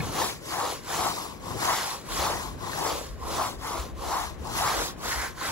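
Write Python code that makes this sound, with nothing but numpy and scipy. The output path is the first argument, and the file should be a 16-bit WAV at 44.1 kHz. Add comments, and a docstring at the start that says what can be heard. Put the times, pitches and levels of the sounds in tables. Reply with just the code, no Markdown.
"""A walled yard, a few metres from a two-port microphone: far traffic rumbles while a stiff twig broom is mid-stroke.
At once a low bump and a twig catching on a joint are heard; both recur, and the brick wall answers the broom.
Twelve strokes over paving stones swing left and right: tips hiss, the bundle drones near 1 kHz, the drag is lower.
Below the high treble the broom's place sets which port hears it first; its last stroke leans to the right port.
Hiss and drones are filtered random slips and noise; catches are decaying sines with a noise click."""
import sys
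import numpy as np
from scipy import signal
from scipy.fft import rfft, irfft, next_fast_len
from scipy.io import wavfile
from scipy.ndimage import uniform_filter1d, map_coordinates

SR = 44100
rng = np.random.default_rng(int(sys.argv[2]) if len(sys.argv) > 2 else 0)


def unload_audio(sound):
    """Save the sound as a 16-bit wav file, at the path given as the first command line argument."""
    columns = np.transpose(np.atleast_2d(sound))
    # keep every value between -1 and 1, then stretch to whole-number steps
    steps = np.round(np.clip(columns, -1, 1) * 32767)
    wavfile.write(sys.argv[1], SR, steps.astype(np.int16))


N = 242991
HOP = 128  # samples between short-time spectra


def amp(db):
    """dB to gain."""
    return 10 ** (np.asarray(db) / 20)


def unit(x):
    """x at rms 1."""
    return x / np.sqrt(np.mean(x ** 2) + 1e-20)


def along(points, hz):
    """Columns of (frequency, value, ..) rows, read on a log frequency axis."""
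    f, *cols = np.transpose(points)
    return np.squeeze([np.interp(np.log(hz + 1), np.log(f + 1), c) for c in cols])


def curves(rows):
    """One value per sample for each column after the time."""
    s, *cols = np.transpose(rows)
    return [np.interp(np.arange(N) / SR, s, c) for c in cols]


def wobble(rate):
    """A smooth random curve, rate knots a second."""
    knots = rng.standard_normal(int(N * rate / SR) + 4)
    return map_coordinates(knots, [np.arange(N) * rate / SR])


def filtered(x, response):
    """x shaped by a response of frequency, in the spectrum."""
    m = next_fast_len(N + SR // 2)
    return irfft(rfft(x, m) * response(np.fft.rfftfreq(m, 1 / SR)), m)[..., :N]


def resonances(modes):
    """The response of a few resonances of alternating sign, passed twice for steep skirts."""
    def response(f):
        once = 0
        for k, (centre, width, db) in enumerate(modes):
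            band = 1j * f * width / (centre * centre - f * f + 1j * f * width)
            once = once + (-1) ** k * amp(db / 2) * band
        return once ** 2
    return response


def peak(t, s, db, rise, fall):
    """A level in dB that climbs to db at s and sinks after it, rise and fall in dB per s."""
    return db - np.where(t < s, rise * (s - t), fall * (t - s))


def scraping(slips, spread_db, smooth):
    """Twigs slipping over rough stone: slips a second of uneven size, over smooth friction noise."""
    when, size, sign = rng.random((3, N))
    sizes = amp(-spread_db * np.log(size + 1e-4))
    grains = (when < slips / SR) * sizes * np.sign(sign - .5)
    return unit(grains) + smooth * rng.standard_normal(N)


# far traffic: (time [s], deep rumble level before trim [dB], drone level before trim [dB])
TRAFFIC = [(0.0, -53, -42), (0.49, -59.5, -53.5), (1.27, -56, -49.5), (1.53, -60, -44), (1.67, -52, -49.5),
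           (1.93, -63, -53.5), (2.35, -46.5, -48.5), (2.79, -56, -49), (3.3, -45.5, -48),
           (3.45, -52, -49.5), (4.64, -47.5, -50), (5.06, -52, -50), (5.51, -51, -50.5)]
# colour of the deep rumble: (frequency [Hz], relative level [dB per Hz])
DEEP_COLOUR = [(18, -27), (30, 7), (40, 7), (52, 7.5), (63, 7), (90, 3.5), (140, -51)]
# colour of the engine drone: (frequency [Hz], relative level [dB per Hz])
DRONE_COLOUR = [(50, -6.5), (100, 1), (200, -2), (330, -5.5), (700, -11.5), (1100, -16), (1600, -20.5),
                (4000, -32.5), (7500, -67), (8500, -80)]


def traffic():
    """Far engines: slowly varying noise, a deep rumble and a higher, broader drone, partly alike at both ports."""
    deep_db, drone_db = curves(TRAFFIC)
    out = np.zeros((2, N))
    layers = ((DEEP_COLOUR, deep_db, .8, .6), (DRONE_COLOUR, drone_db, .62, 1.8))
    for colour, db, apart, left_db in layers:  # left_db is half the difference between the ports
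        mid, side = filtered(rng.standard_normal((2, N)), lambda hz: amp(along(colour, hz)))
        both = unit(np.array([mid + apart * side, mid - apart * side]))
        level = amp(db + 6.5 + 2.1 * wobble(5.05))
        out += level * amp([[left_db], [-left_db]]) * both
    return out


# one row a stroke: (turn before it [s], hiss at that turn [dB], speeding up [dB per s],
#  full speed from [s], until [s], hiss from [dB], until [dB], lift-off time [s], press from [s], until [s],
#  bundle ring at first touch [dB], under the press [dB], stone drag loudest [s], its level [dB],
#  thin twigs loudest [s], their level re hiss [dB], place reached as left port's lead [microseconds]);
#  levels are before tremble and each part's trim
STROKES = [(-.06, -57, 110, 0.18, 0.3, -33.5, -30.5, 0.16, .21, 0.26, -40, -28.5, .22, -33, .16, -4.5, 160),
           (0.399, -55, 52, 0.51, 0.71, -37.5, -36.5, 0.11, .61, 0.63, -51, -28.5, .66, -34, .55, -0.5, -49),
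           (0.821, -53, 48, 0.96, 1.055, -33.5, -34, .15, 1.0, 1.07, -37.5, -29, 1.0, -33, 0.904, -2.5, 185),
           (1.392, -58.5, 141, 1.627, 1.747, -33.5, -30.5, 0.13, 1.69, 1.8, -39, -27.5, 1.69, -35, 1.76, 1.5, -66),
           (2.039, -54.5, 63, 2.187, 2.26, -32, -33.5, .13, 2.23, 2.32, -43.5, -28, 2.24, -31, 2.34, 1, 188),
           (2.57, -58.5, 54, 2.83, 2.87, -34, -33.5, 0.19, 2.82, 2.92, -39, -28, 2.89, -32, 2.75, 1, -66),
           (3.17, -61.5, 99, 3.35, 3.46, -35.5, -37.5, .10, 3.39, 3.42, -38.5, -30, 3.33, -34, 3.42, -9, 127),
           (3.579, -56.5, 52, 3.64, 3.81, -40, -40, 0.16, 3.73, 3.78, -37, -30.5, 3.76, -37.5, 3.66, -1, -32),
           (3.939, -63, 56, 4.12, 4.21, -37.5, -38.5, 0.13, 4.12, 4.18, -41, -28, 4.10, -35.5, 4.21, 1, 170),
           (4.37, -63, 164, 4.58, 4.835, -31, -34, 0.1, 4.64, 4.73, -43, -25, 4.75, -33, 4.71, 1.5, -110),
           (4.958, -64.5, 46, 5.117, 5.08, -33.5, -31, .11, 5.13, 5.17, -35, -31.5, 5.08, -40, 5.22, 4.5, -36.5),
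           (5.341, -58.5, 43, 5.46, 5.51, -34.5, -35, .14, 5.49, 5.53, -38, -37, 5.51, -43, 5.42, 7, -150)]
# the turn that closes the last stroke: (time [s], hiss level before trim [dB])
LAST_TURN = (5.75, -58)
LAND_S, RING_LAND_S = 0.11, 0.088  # bundle and drag set in sooner than hiss and thin twigs
CONTACT_BEND = 1.82  # exponent of the lift-off curve
LIGHT_HISS_DB = 16  # a light touch hisses at least this much over the turn
SLOWING_DB_PER_S = 39
BUNDLE_RISE_DB_PER_S, BUNDLE_SAG_DB_PER_S = 116, 22  # the sag runs from the start of the press
BUNDLE_FALL_DB_PER_S, BUNDLE_TRAIL_DB = 80, -39.5  # further fall after the press; least level from its start on
DRAG_RISE_DB_PER_S, DRAG_FALL_DB_PER_S, DRAG_LIGHT_DB = 67, 62, -43
THIN_RISE_DB_PER_S, THIN_FALL_DB_PER_S, THIN_LEAST_DB = 36, 52, -7  # least level re hiss
TURN_BUNDLE_DB, TURN_DRAG_DB, TURN_THIN_DB = -7, 2.5, -1.5  # re hiss while the broom turns


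def stroke_levels():
    """Hiss, bundle, drag and thin twigs in dB: speed sets the hiss, pressure the rings, all sink at the turns."""
    t, out = np.arange(N) / SR, np.zeros((4, N))
    turns = [row[:2] for row in STROKES] + [LAST_TURN]
    land = np.array([[LAND_S], [RING_LAND_S], [RING_LAND_S], [LAND_S]])
    turn_offsets = np.array([[0], [TURN_BUNDLE_DB], [TURN_DRAG_DB], [TURN_THIN_DB]])
    for row, (end, end_db) in zip(STROKES, turns[1:]):
        (start, start_db, speeding, full_from, full_until, hiss_from, hiss_until, lift, press_from, press_until,
         touch_db, bundle_db, drag_s, drag_db, thin_s, thin_db, _) = row
        now = (t >= start) & (t < end)
        u = t[now]

        hiss = np.interp(u, [full_from, full_until], [hiss_from, hiss_until])
        hiss -= speeding * np.clip(full_from - u, 0, 1)
        hiss -= SLOWING_DB_PER_S * np.clip(u - full_until, 0, 1)
        hiss = np.where(u < full_from, np.maximum(hiss, start_db + LIGHT_HISS_DB), hiss)

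        pressed = peak(u, press_from, bundle_db, BUNDLE_RISE_DB_PER_S, BUNDLE_SAG_DB_PER_S)
        pressed -= BUNDLE_FALL_DB_PER_S * np.clip(u - press_until, 0, 1)
        bundle = np.maximum(pressed, np.where(u < press_from, touch_db, BUNDLE_TRAIL_DB))

        drag = peak(u, drag_s, drag_db, DRAG_RISE_DB_PER_S, DRAG_FALL_DB_PER_S)
        drag = np.maximum(drag, DRAG_LIGHT_DB)

        thin = peak(u, thin_s, thin_db, THIN_RISE_DB_PER_S, THIN_FALL_DB_PER_S)
        thin = hiss + np.maximum(thin, THIN_LEAST_DB)

        # 1 at a turn, 0 in full contact
        lifted = np.maximum(1 - (u - start) / land, 1 - (end - u) / lift)
        lifted = np.clip(lifted, 0, 1) ** CONTACT_BEND
        turn_db = np.where(u < full_from, start_db, end_db) + turn_offsets
        out[:, now] = (1 - lifted) * np.array([hiss, bundle, drag, thin]) + lifted * turn_db
    return out


# hiss colour of the twig tips: (frequency [Hz], relative level [dB per Hz])
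TIPS_COLOUR = [(1200, -19.5), (2300, -3.5), (2900, -2.5), (4300, -1.5), (5500, -1.5), (6600, -2.5),
               (7600, -2.5), (9000, -2.5), (11500, -9.5), (14000, -12), (15800, -6.5)]


def twig_tips():
    """Tips skipping over grit: dense slips with a broad treble hiss."""
    slips = scraping(slips=2500, spread_db=2.5, smooth=2.14)
    return unit(filtered(slips, lambda hz: amp(along(TIPS_COLOUR, hz))))


# bundle ring under any touch: (frequency [Hz], width of one pass [Hz], relative level [dB])
TOUCH_RING = [(1069.6, 188, 4.5)]
# broad ring that joins as the broom is pressed: (frequency [Hz], width of one pass [Hz], relative level [dB])
PRESSED_RING = [(700, 313, -4), (1017, 426, -1), (1278, 250, -1.5)]


def bundle_ring(bundle_db):
    """The bound twigs ring from the slips; a broad ring takes a larger share as the force grows."""
    slips = scraping(slips=1300, spread_db=1.5, smooth=1.0)
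    press = np.clip((bundle_db + 50.5) / 14, .15, .9)
    touch = unit(filtered(slips, resonances(TOUCH_RING)))
    pressed = unit(filtered(slips, resonances(PRESSED_RING)))
    return np.sqrt(1 - press) * touch + np.sqrt(press) * pressed


# low drag over stone: (frequency [Hz], width of one pass [Hz], relative level [dB])
DRAG_RING = [(305.3, 78, 4), (528, 206, 5)]


def stone_drag():
    """Sparse slips ring low as the broom drags over stone."""
    return unit(filtered(scraping(slips=740, spread_db=2.0, smooth=0.97), resonances(DRAG_RING)))


# thin twigs above the bundle: (frequency [Hz], width of one pass [Hz], relative level [dB])
THIN_RING = [(1417, 810, 4), (2263, 730, -0.5)]


def thin_twigs():
    """Thin twigs ring broadly above the bundle, driven by very uneven slips."""
    return unit(filtered(scraping(slips=1200, spread_db=3.5, smooth=2.25), resonances(THIN_RING)))


def strokes():
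    """The parts of the broom sound under each stroke; the pressure on the stone trembles."""
    hiss_db, bundle_db, drag_db, thin_db = stroke_levels()
    tremble = wobble(35) + 1.4 * wobble(14)
    # each part: stroke level, trim, random tremble
    tips = amp(hiss_db + 2.52 + 0.34 * tremble) * twig_tips()
    bundle = amp(bundle_db - 1.04 + 1.18 * tremble) * bundle_ring(bundle_db)
    drag = amp(drag_db - 2.73 + 0.88 * wobble(16)) * stone_drag()
    thin = amp(thin_db - 2.33 + 0.7 * tremble) * thin_twigs()
    return tips + bundle + drag + thin


def patchy(x, depth_db):
    """Different twigs bite at each moment, so regions of pitch swell and fade at random."""
    z = signal.stft(x, nperseg=4 * HOP)[2]
    field = uniform_filter1d(rng.standard_normal(z.shape), size=5, axis=0)
    field = uniform_filter1d(field, size=6, axis=1)
    return signal.istft(z * amp(depth_db * unit(field)), nperseg=4 * HOP)[1][:N]


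# dull low bumps, perhaps feet shifting on the ground: (time [s], level before trim [dB], pitch [Hz])
BUMPS = [(0.002, -27, 153), (0.039, -43, 64.6), (1.505, -30.5, 102), (1.552, -35, 111), (2.101, -34, 46.3),
         (2.19, -30.5, 64), (2.753, -59, 68), (2.919, -35, 68), (3.1, -33, 56.3), (3.259, -40, 59.2),
         (3.554, -35.5, 53), (3.789, -30.5, 61.5), (4.069, -37, 51.1), (4.4, -45, 79.4),
         (4.776, -32, 48.43), (5.163, -30.5, 60)]
BUMP_T60_CYCLES, BUMP_SWELL_CYCLES = 9, 0.61  # fall by 60 dB; time constant of the attack
BUMP_LEFT_DB, BUMP_LEAD_RAD = 1.5, 0.6  # each port's half of the difference


def bumps():
    """Each bump is a low push that dies in a few cycles, a little out of step between the ports."""
    out, t = np.zeros((2, N + SR)), np.arange(SR // 4) / SR
    side = np.array([[1], [-1]])
    for s, db, hz in BUMPS:
        fade = amp(db + 8.5 + BUMP_LEFT_DB * side - 60 * t * hz / BUMP_T60_CYCLES)
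        swell = 1 - np.exp(-t * hz / BUMP_SWELL_CYCLES)
        push = np.sin(2 * np.pi * hz * t + BUMP_LEAD_RAD * side)
        out[:, round(s * SR):][:, :len(t)] += fade * swell * push
    return out[:, :N]


# twigs catch on a joint and let go:
#  (time [s], level before trim [dB], pitch [Hz], click level re that level [dB])
CATCHES = [(0.003, -22, 2220, -27), (0.216, -18, 940, -17), (1.025, -29, 1100, -22),
           (1.73, -17.5, 1091, -27), (2.63, -27.5, 1030, -18), (2.674, -26.5, 1034, -12),
           (2.73, -28, 1590, -15), (2.819, -32, 825, -18), (2.862, -22, 489.9, -25), (2.945, -33, 480, -25),
           (3.012, -26, 490, -29), (3.209, -34, 956, -21), (3.735, -29, 1080, -22), (4.547, -41, 940, -10),
           (5.128, -25, 1330, -20), (5.232, -26, 1190, -20), (5.412, -27, 1050, -18),
           (5.495, -25, 1200, -20)]
# ringing of a released twig: (multiple of the pitch [ratio], mean level [dB], fall by 60 dB [s])
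TWIG_MODES = [(.78, 0, 0.028), (0.998, 3.5, 0.037), (1.12, -0.5, 0.038), (1.9, -2, 0.02)]


def catches():
    """Each release swells for a moment, rings the twigs at new strengths and starts with a short click."""
    out, t = np.zeros(N + SR), np.arange(SR // 10) / SR
    for s, db, hz, click_db in CATCHES:
        ring = 0
        for multiple, level, t60 in TWIG_MODES:
            fade = amp(level + rng.normal(0, 3.1) - 60 * t / t60)
            ring = ring + fade * np.sin(2 * np.pi * multiple * hz * t)
        swell = 1 - np.exp(-t / 0.0022)
        click = amp(click_db - 60 * t / 0.0064) * np.diff(rng.standard_normal(len(t) + 1))
        out[round(s * SR):][:len(t)] += amp(db - 2.5) * (ring * swell + click)
    return out[:N]


# how the walled yard dies away: (frequency [Hz], fall by 60 dB [s])
YARD = [(300, 0.28), (2000, 0.33), (6000, 0.031)]


def yard(x):
    """The walls' answer, 400 samples late: a noise tail in which each frequency dies at its own speed."""
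    hz, t, z = signal.stft(rng.standard_normal(SR // 2), SR, nperseg=256)
    fade = amp(-60 * t / along(YARD, hz)[:, None])
    tail = signal.istft(z * fade, SR, nperseg=256)[1]
    return signal.fftconvolve(np.pad(x, (400, 0)), tail / np.linalg.norm(tail))[:N]


FIRST_PLACE_US, SWING_S = -48, 0.22  # place at the start; time to cross the arc


def arc(t):
    """The broom's place in microseconds of left lead: it swings across around each press and waits there."""
    rows = np.array(STROKES)
    press, ends = rows[:, 8:10].mean(axis=1), rows[:, -1]
    steps = np.diff(ends, prepend=FIRST_PLACE_US)
    swings = sum(step * np.clip((t - s) / SWING_S + .5, 0, 1) for s, step in zip(press, steps))
    return FIRST_PLACE_US + swings


# the two ports below the high treble: (frequency [Hz], left minus right [dB],
#  more of it per 100 microseconds of arc [dB], left's lead [radians], likeness [0 to 1])
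PORTS = [(189, 7, 11.5, -2, 0.1), (485, 6.5, -2.1, 1, 0.18), (1080, 1, 4, -0.44, 0.69),
         (1380, -3.5, 3, -0.12, 0.67), (2150, 2, -0.5, -0.36, 0.4), (2580, 1, 0.2, 1, 0.17),
         (4050, 6.5, -0.2, -0.22, 0.62), (5480, -1, 0.5, -0.45, 0.23), (6800, -2.5, 1, 1, 0.32)]
# the high treble has a fixed stereo phase, stepping with frequency, that does not follow the broom:
#  (frequency [Hz], left's lag [half turns])
TREBLE_LAG = [(6900, .3), (8400, 1), (9500, 1), (11100, 2), (12300, 2), (13400, 3), (15000, 3),
              (15800, 3.5)]


def ports(x):
    """Below the high treble the broom's place sets level and delay; scattered sound reaches the ports unalike."""
    hz, t, z = signal.stft(x, SR, nperseg=4 * HOP, noverlap=3 * HOP)
    tilt_db, shadow_db, lead, alike = along(PORTS, hz)[:, :, None]
    place = arc(t)
    turn = lead + 2 * np.pi * hz[:, None] * place * 1e-6
    treble = hz[:, None] > TREBLE_LAG[0][0]
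    lag = np.pi * along(TREBLE_LAG, hz)[:, None]
    # left and right each take half of the difference
    half_db = np.where(treble, 0, tilt_db + shadow_db * place / 100) / 2
    half_turn = np.where(treble, -lag, turn) / 2
    alike = np.where(treble, 1 - 1.57 * np.sin(lag) ** 2, alike)  # treble likeness depends on the fixed phase
    scatter = z * np.exp(2j * np.pi * rng.random(z.shape))  # same strength, unrelated phase
    mix = np.arccos(np.clip(alike, 0, 1)) / 2
    direct, spread = np.cos(mix) * z, 1.53 * np.sin(mix) * scatter
    left = (direct + spread) * amp(half_db) * np.exp(1j * half_turn)
    right = (direct - spread) / amp(half_db) * np.exp(-1j * half_turn)
    return signal.istft(np.array([left, right]), SR, nperseg=4 * HOP, noverlap=3 * HOP)[1][:, :N]


def scene():
    """Broom and wall echo in stereo, over the traffic and low bumps."""
    broom = patchy(strokes(), depth_db=1.38) + catches()
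    echo = amp(-17) * yard(broom)
    return ports(broom + echo) + traffic() + bumps()


TOP_HZ, BASS_CORNER_HZ = 15750, 40


def record(dry):
    """The microphone loses the deepest bass; the recorder keeps nothing above its band limit."""
    def response(hz):
        bass = (hz / BASS_CORNER_HZ) ** 4 / np.sqrt(1 + (hz / BASS_CORNER_HZ) ** 8)
        return (hz < TOP_HZ) * bass
    return filtered(dry, response)


dry = scene()
out = record(dry)
unload_audio(out)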